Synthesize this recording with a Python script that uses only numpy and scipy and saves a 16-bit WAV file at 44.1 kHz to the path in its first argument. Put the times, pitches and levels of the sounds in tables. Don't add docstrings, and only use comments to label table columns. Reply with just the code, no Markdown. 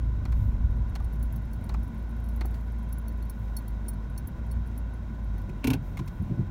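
import sys
import numpy as np
from scipy import signal
from scipy.fft import rfft, irfft, next_fast_len
from scipy.io import wavfile

SR = 44100
rng = np.random.default_rng(int(sys.argv[2]) if len(sys.argv) > 2 else 0)


def store_pcm(level_fs):
    pcm = np.round(np.clip(level_fs, -1, 1) * 32767).astype(np.int16)
    wavfile.write(sys.argv[1], SR, np.atleast_2d(pcm).T)


N = 286764
TIME = np.arange(N) / SR


# (frequency [Hz], level [dB])
FAN_COLOUR = [(120, -24), (170, 8), (225, 9), (270, 0.5), (340, 0), (420, -7), (600, -5.5), (850, -10.5),
              (1250, -27), (2000, -18), (3000, -30.5), (5000, -32.5), (8000, -37.5), (11000, -40.5),
              (16000, -40)]
# (frequency [Hz], width [Hz], level [dB])
DUCTS = [(1004.6, 84, -57), (1468, 85, -60.5), (2130, 400, -72), (2740, 89, -78.5), (3228, 66, -78),
         (3786, 190, -74.5), (5160, 440, -81), (5970, 230, -83.5), (6780, 210, -89.5)]

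# (time [s], boom frequency [Hz], relative level [dB])
ENGINE = [(0, 55.9, -31.5), (1.9, 55.28, -33), (2.4, 56.92, -30), (3.3, 55.64, -33.5), (3.6, 53.96, -33.5),
          (3.95, 52.33, -33), (4.3, 57.3, -37), (4.58, 58.96, -29), (4.8, 55.6, -33), (5.15, 56.2, -35),
          (5.3, 52, -30.5), (5.5, 48.3, -37), (5.9, 46.96, -37.5), (6.5, 45.4, -44.5)]
# (multiple of the boom frequency [-], relative level [dB])
ENGINE_ORDERS = [(.5, -31), (1, 2), (1.5, -13), (2, -14), (3, -33.5), (4, -18)]
BOOM_FLUTTER_DB = 0.5

# (time [s], level [dB])
GROUND = [(0, -3.5), (0.55, 3.5), (1.1, -6), (1.8, -6), (2.2, -21.5), (3.8, -17.5), (4.35, -9), (4.9, -18),
          (6.5, -7)]
# (time of the middle [s], swell [dB])
HUMPS = [(0.027, 2), (0.36, 2.5), (0.59, 4), (0.8, 4), (1.22, 3), (1.77, 7), (3.5, 3.5), (3.72, 3)]
HUMP_S, HUMP_HEAVE_SHARE = 0.2, 0.85
# (frequency [Hz], level [dB])
HEAVE_COLOUR = [(24, -7), (31, 1.5), (38, 1.5), (55, -28), (70, 0), (100, -15)]
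# (frequency [Hz], level [dB])
JOLT_COLOUR = [(60, 4.5), (78, -9.5), (98, 3), (112, -6.5), (130, -12)]
# (frequency [Hz], level [dB])
RUMBLE_COLOUR = [(60, -16), (90, 3.5), (110, -4.5), (135, 1.5), (170, -3.5), (230, -5.5), (300, -16),
                 (420, -27), (800, -33), (1600, -53)]
HEAVE_DB, HEAVE_FOLLOWS = -34.5, 1.0
JOLT_DB, JOLT_FOLLOWS = -30.5, 0.82
RUMBLE_DB, RUMBLE_FOLLOWS = -38.5, 0.29

# (time of the middle [s], length [s], level [dB])
SWISHES = [(0.408, 0.35, -67.5), (1.855, 0.25, -79), (2.56, .45, -73), (3.453, 0.42, -74), (5.88, .2, -69),
           (6.163, 0.4, -74)]
# (frequency [Hz], level [dB])
RUSTLE_COLOUR = [(4000, -11), (7000, -7), (10000, -7), (13000, -2), (16000, -4)]
HISS_DB = -85.5

# (time [s], relative level [dB], tilt [dB per octave],
# ring frequency [Hz], ring against the click [dB])
CLICKS = [(0.2525, -38, 1, 4220, -9.5), (0.3212, -42, 3.5, 3900, -27), (0.953, -37.5, 4, 4330, -6),
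          (1.0017, -40, -2.5, 1190, -3), (1.6926, -38.5, 2, 4330, -8), (1.7411, -36, 1.5, 1210, -7),
          (2.4092, -33, 1, 4420, -9.5), (2.448, -35, -5, 800, -9), (2.541, -51.5, 7, 4470, -4),
          (5.4924, -50, 5.5, 2490, -1.5), (5.9706, -40, 5.5, 2060, 0), (5.9907, -39.5, 4, 1020, 3.5),
          (6.0753, -45.5, 7, 2640, -7)]
# (frequency [Hz], level [dB])
CLICK_COLOUR = [(300, 2.5), (500, -21), (720, 6.5), (1000, 5), (1220, 4.5), (1600, -2), (2150, 1.5),
                (2550, -4), (3100, -6.5), (4200, -8.5), (6000, -9.5), (7500, -14), (16000, -20)]

# (time [s], relative level [dB], tilt [dB per octave])
THUMPS = [(5.480, -32.5, 2.5), (5.662, -21.5, -5), (5.692, -20.5, -7.5), (5.742, -25.5, -1.5),
          (5.781, -28, -7), (5.978, -23.5, -3), (6.185, -21.5, -5.5), (6.291, -20.5, 1.5), (6.370, -17, -2)]
# (frequency [Hz], level [dB])
THUMP_COLOUR = [(50, -23), (80, -3), (120, 4), (160, -2.5), (205, -1.5), (250, -15), (300, -13), (355, -11),
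                (440, -34.5), (520, -29.5)]
THUMP_RISE_S, THUMP_HOLD_S, THUMP_T60_S = 0.0094, 0.026, 0.15

# (time [s], relative level [dB], tilt [dB per octave], relative blow to the floor pan [dB])
TEETH = [(5.641, -27.5, -0.5, -16), (5.670, -26, 1.5, -12.5), (5.7009, -27.5, 1.5, -25),
         (5.732, -29.5, 0.5, -32)]
# (frequency [Hz], level [dB])
PAWL_COLOUR = [(350, -1.5), (480, -9), (650, -7), (1060, 3), (1250, -15), (1480, 1.5), (1900, -9),
               (2350, 4), (3200, -3.5), (4300, -6), (6000, -10), (7600, -14.5), (12000, -11.5),
               (16000, -17)]
# (time [s], level [dB])
SQUEAKS = [(5.634, -38), (5.657, -46), (5.726, -45)]
# (frequency [Hz], level [dB])
SQUEAK_COLOUR = [(2400, -32), (2700, 3), (2850, -17), (3050, -8), (3400, -31)]
# (frequency [Hz], relative level [dB], time to fall by 60 dB [s])
FLOOR_MODES = [(97.2, -16.5, 0.34), (125, -15.5, 0.18), (164, -30, 0.065), (260.5, 3.5, 0.14),
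               (284.4, -8, 0.26), (430, -6, 0.085)]

# (time [s], relative level [dB], middle modes [dB], low modes [dB])
KEY_TOUCHES = [(1.044, -46.5, 2, 1), (1.1325, -49, -10, -8), (1.2276, -37, -5, -5), (1.3239, -43, -10, -13),
               (1.3597, -41.5, -17, -3), (1.5321, -43, -11, -2), (1.6396, -46, 2, -1.5),
               (1.8306, -48.5, -2, 0), (1.9783, -56, -8, -6), (2.2403, -50, 4, 2), (2.2879, -45, -8, 0),
               (2.361, -44, -11, -10), (2.4553, -37.5, -12, -4), (2.9258, -35, -16, -1),
               (2.9822, -40.5, -13, -16), (3.0807, -38.5, -9, -4), (3.2246, -45, -6, 4),
               (3.2968, -35, -2, 2.5), (3.5667, -27.5, -3, 0.5), (3.5856, -42, -4, -2),
               (3.68, -39.5, -8, -7), (3.8836, -26.5, 6, -2), (3.933, -49.5, 1.5, 9), (4.1775, -33, 2, 9),
               (4.2727, -36, -14, -12), (4.5131, -39.5, 3, 1), (4.6713, -51.5, 6, 4), (4.7775, -39, -6, -4),
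               (5.3803, -49, -5, 3), (6.2223, -52, -9, -7)]
# (average frequency [Hz], relative level [dB], time to fall by 60 dB [s])
KEY_MODES = [(4370, -8.5, .04), (5540, -9.5, .037), (6231, -13.5, .032), (8948, -12, .03),
             (9260, 1.5, .028), (9450, -4, .035), (10850, -7, .03), (11150, 4, .028), (11350, -4, .04),
             (11900, -8, .025), (12400, -4, .028), (12750, -6, .028), (13150, -8, .025), (13930, -10, .025),
             (14750, -11, .026), (15250, -2, .036), (15470, -5, .04)]
# (time [s], rate [touches per s])
KEY_SWING = [(0.5, -0.5), (1.1, 18.5), (2.4, 24), (3.2, 7.5), (5.3, 3.5), (6.5, 1.5)]
LIGHT_TOUCH_DB, LIGHT_SPREAD_DB = -56, 3.5
LIGHT_LOWER_MODES_DB = -4
KEY_CRACK, KEY_CRACK_S, KEY_RISE_S = 1.5, 0.0027, 0.003
KEY_CRACK_SPREAD_DB, KEY_SCATTER_DB = 1.5, 2.5

# (frequency [Hz], width [Hz])
PORT_DIPS = [(4850, 270), (7800, 350), (10300, 320)]
CUTOFF_HZ = 15900


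def from_db(db):
    return 10 ** (np.asarray(db) / 20)


def rms_one(x):
    return x / np.sqrt(np.mean(x ** 2) + 1e-20)


def in_time(rows):
    s, *columns = np.transpose(rows)
    return [np.interp(TIME, s, column) for column in columns]


def drift(rate):
    r = np.exp(-80 * np.pi * rate / SR)
    raw = rng.standard_normal(N // 40 + 2002)
    slow = signal.lfilter([1], [1, -2 * r, r * r], raw)[2000:]
    return np.interp(np.arange(N) / 40, np.arange(len(slow)), rms_one(slow))


def noise(colour, tilt_db=0, size=N):
    hz, db = np.transpose(colour)
    length = next_fast_len(size)
    octave = np.log2(np.maximum(np.fft.rfftfreq(length, 1 / SR), 1))
    outside = np.abs(octave - np.clip(octave, np.log2(hz[0]), np.log2(hz[-1])))
    shape_db = np.interp(octave, np.log2(hz), db) + tilt_db * octave - 24 * outside
    spectrum = rfft(rng.standard_normal(length)) * from_db(shape_db)
    return rms_one(irfft(spectrum, length)[:size])


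def ring(drive, hz, t60):
    r = from_db(-60 / (t60 * SR))
    w = 2 * np.pi * hz / SR
    return signal.lfilter([0, np.sin(w)], [1, -2 * r * np.cos(w), r * r], drive + 1e-18)


def burst(colour, tilt_db, rise_s, t60, hold_s=0, size=SR // 3):
    t = TIME[:size]
    fade_db = -60 * np.maximum(t - rise_s - hold_s, 0) / t60
    envelope = np.minimum(t / rise_s, 1) * from_db(fade_db)
    return rms_one(noise(colour, tilt_db, size) * envelope) * np.sqrt(np.mean(envelope ** 2))


def band(hz):
    return [(hz / 1.3, -26), (hz / 1.03, -3), (hz, 0), (hz * 1.03, -3), (hz * 1.15, -26)]


def swell(s, length_s):
    return np.cos(np.pi * np.clip((TIME - s) / length_s, -.5, .5)) ** 2


def add(out, s, sound):
    start = round(s * SR)
    out[start:start + len(sound)] += sound[:N - start]


def cabin(x, wet_db, t60, size=SR // 10):
    t = TIME[:size]
    echoes = rng.standard_normal(size) * from_db(-60 * t / t60) * (t > .001)
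    wet = signal.fftconvolve(x, echoes / np.linalg.norm(echoes))[:len(x)]
    return x + from_db(wet_db) * wet


def air():
    rush = from_db(-47.5 + 1.1 * drift(23)) * noise(FAN_COLOUR)
    ducts = np.zeros(N)
    for hz, width, db in DUCTS:
        t60 = np.log(1000) / (np.pi * width)
        ducts += from_db(db) * rms_one(ring(rng.standard_normal(N), hz, t60))
    high_pass = signal.butter(2, 700, "high", fs=SR, output="sos")
    return rush + signal.sosfilt(high_pass, ducts)


def humps_db():
    return sum(db * swell(s, HUMP_S) for s, db in HUMPS)


def engine():
    hz, boom_db = in_time(ENGINE)
    ground_db, = in_time(GROUND)
    shake_db = humps_db() + BOOM_FLUTTER_DB * from_db(ground_db) * drift(4.7)
    phase = 2 * np.pi * np.cumsum(hz) / SR
    out = np.zeros(N)
    for order, db in ENGINE_ORDERS:
        rough = .09 if order == 1 else .5
        strength = from_db(db) * (1 + rough * drift(10.5))
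        wander = rough * drift(20) + 2 * np.pi * rng.random()
        out += strength * np.sin(order * phase + wander)
    return np.sqrt(2) * from_db(boom_db + shake_db - 1.2) * out


def tyres():
    ground_db, = in_time(GROUND)
    heave_db = HEAVE_DB + HEAVE_FOLLOWS * ground_db + HUMP_HEAVE_SHARE * humps_db()
    jolt_db = JOLT_DB + JOLT_FOLLOWS * ground_db + 2.66 * drift(6.4)
    rumble_db = RUMBLE_DB + RUMBLE_FOLLOWS * ground_db + 1.3 * drift(13.0)
    heave = from_db(heave_db) * noise(HEAVE_COLOUR)
    jolts = from_db(jolt_db) * noise(JOLT_COLOUR)
    rumble = from_db(rumble_db) * noise(RUMBLE_COLOUR)
    return heave + jolts + rumble


def rustle():
    swishes = sum(from_db(db) * swell(s, length_s) for s, length_s, db in SWISHES)
    return (from_db(HISS_DB) + swishes) * noise(RUSTLE_COLOUR)


def plastic():
    out = np.zeros(N)
    for s, db, tilt_db, ring_hz, ring_db in CLICKS:
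        snap = from_db(-3.5) * burst(CLICK_COLOUR, tilt_db, rise_s=0.001, t60=0.011)
        body = burst(CLICK_COLOUR, tilt_db - 5.5, rise_s=0.0062, t60=0.037)
        part = from_db(ring_db) * burst(band(ring_hz), 0, rise_s=0.0029, t60=0.031)
        add(out, s, from_db(db - 2.0) * (snap + body + part))
    return out


def thumps():
    out = np.zeros(N)
    for s, db, tilt_db in THUMPS:
        thump = burst(THUMP_COLOUR, tilt_db, THUMP_RISE_S, THUMP_T60_S, THUMP_HOLD_S)
        add(out, s, from_db(db - 6) * thump)
    return out


def light_touches():
    rate, = in_time(KEY_SWING)
    due = np.cumsum(np.maximum(rate, 0)) / SR
    chance = rng.random((100, 2))[:int(due[-1])]
    rows = []
    for k, (late, strength) in enumerate(chance):
        s = np.interp(k + late, due, TIME)
        db = LIGHT_TOUCH_DB + LIGHT_SPREAD_DB * (2 * strength - 1)
        rows.append((s, db, LIGHT_LOWER_MODES_DB, LIGHT_LOWER_MODES_DB))
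    return rows


def keys(size=SR // 8):
    out, t = np.zeros(N), TIME[:size]
    hz, db, t60 = np.transpose(KEY_MODES)[:, :, None]
    high_pass = signal.butter(2, 7000, "high", fs=SR, output="sos")
    for s, touch_db, middle_db, low_db in list(KEY_TOUCHES) + light_touches():
        contact_db = np.select([hz < 7500, hz < 10200], [low_db, middle_db], 0)
        strength_db = db + contact_db + KEY_SCATTER_DB * rng.standard_normal(hz.shape)
        detuned = hz * (1 + .006 * rng.standard_normal(hz.shape))
        modes = from_db(strength_db - 60 * t / t60) * np.sin(2 * np.pi * detuned * t)
        crack = signal.sosfilt(high_pass, rng.standard_normal(size)) * np.exp(-t / KEY_CRACK_S)
        hardness = KEY_CRACK * from_db(KEY_CRACK_SPREAD_DB * rng.standard_normal())
        tink = (modes.sum(axis=0) + hardness * crack) * np.minimum(t / KEY_RISE_S, 1)
        heard = rms_one(cabin(tink, wet_db=-4.0, t60=0.045))
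        add(out, s - .001, from_db(touch_db - 22) * heard)
    return out


def handbrake():
    out = np.zeros(N)
    push = signal.windows.hann(SR // 400) / (SR // 800)
    push = np.pad(push, (0, SR // 3))
    pan = sum(from_db(mode_db) * ring(push, hz, t60) for hz, mode_db, t60 in FLOOR_MODES)
    pan = pan * np.minimum(TIME[:len(pan)] / 0.011, 1)
    for s, db in SQUEAKS:
        add(out, s, from_db(db) * burst(SQUEAK_COLOUR, 0, rise_s=0.013, t60=0.054))
    for s, db, tilt_db, blow_db in TEETH:
        snap = burst(PAWL_COLOUR, tilt_db, rise_s=0.0036, t60=0.042)
        tail = from_db(-3.0) * burst(PAWL_COLOUR, -9.0, rise_s=0.0096, t60=0.1)
        add(out, s, from_db(db - 2.5) * (snap + tail))
        add(out, s + 0.0028, from_db(blow_db + 0.6) * pan)
    return out


def scene():
    background = air() + engine() + tyres() + rustle()
    return (background + plastic() + thumps() + keys() + handbrake())[None]


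def record(dry):
    dry = signal.sosfilt(signal.butter(2, 24, "high", fs=SR, output="sos"), dry)
    for hz, width in PORT_DIPS:
        notched = signal.lfilter(*signal.iirnotch(hz, hz / width, fs=SR), dry)
        dry = dry + 0.47 * (notched - dry)
    return signal.sosfilt(signal.ellip(10, .3, 70, CUTOFF_HZ, fs=SR, output="sos"), dry)


dry = scene()
out = record(dry)
store_pcm(out)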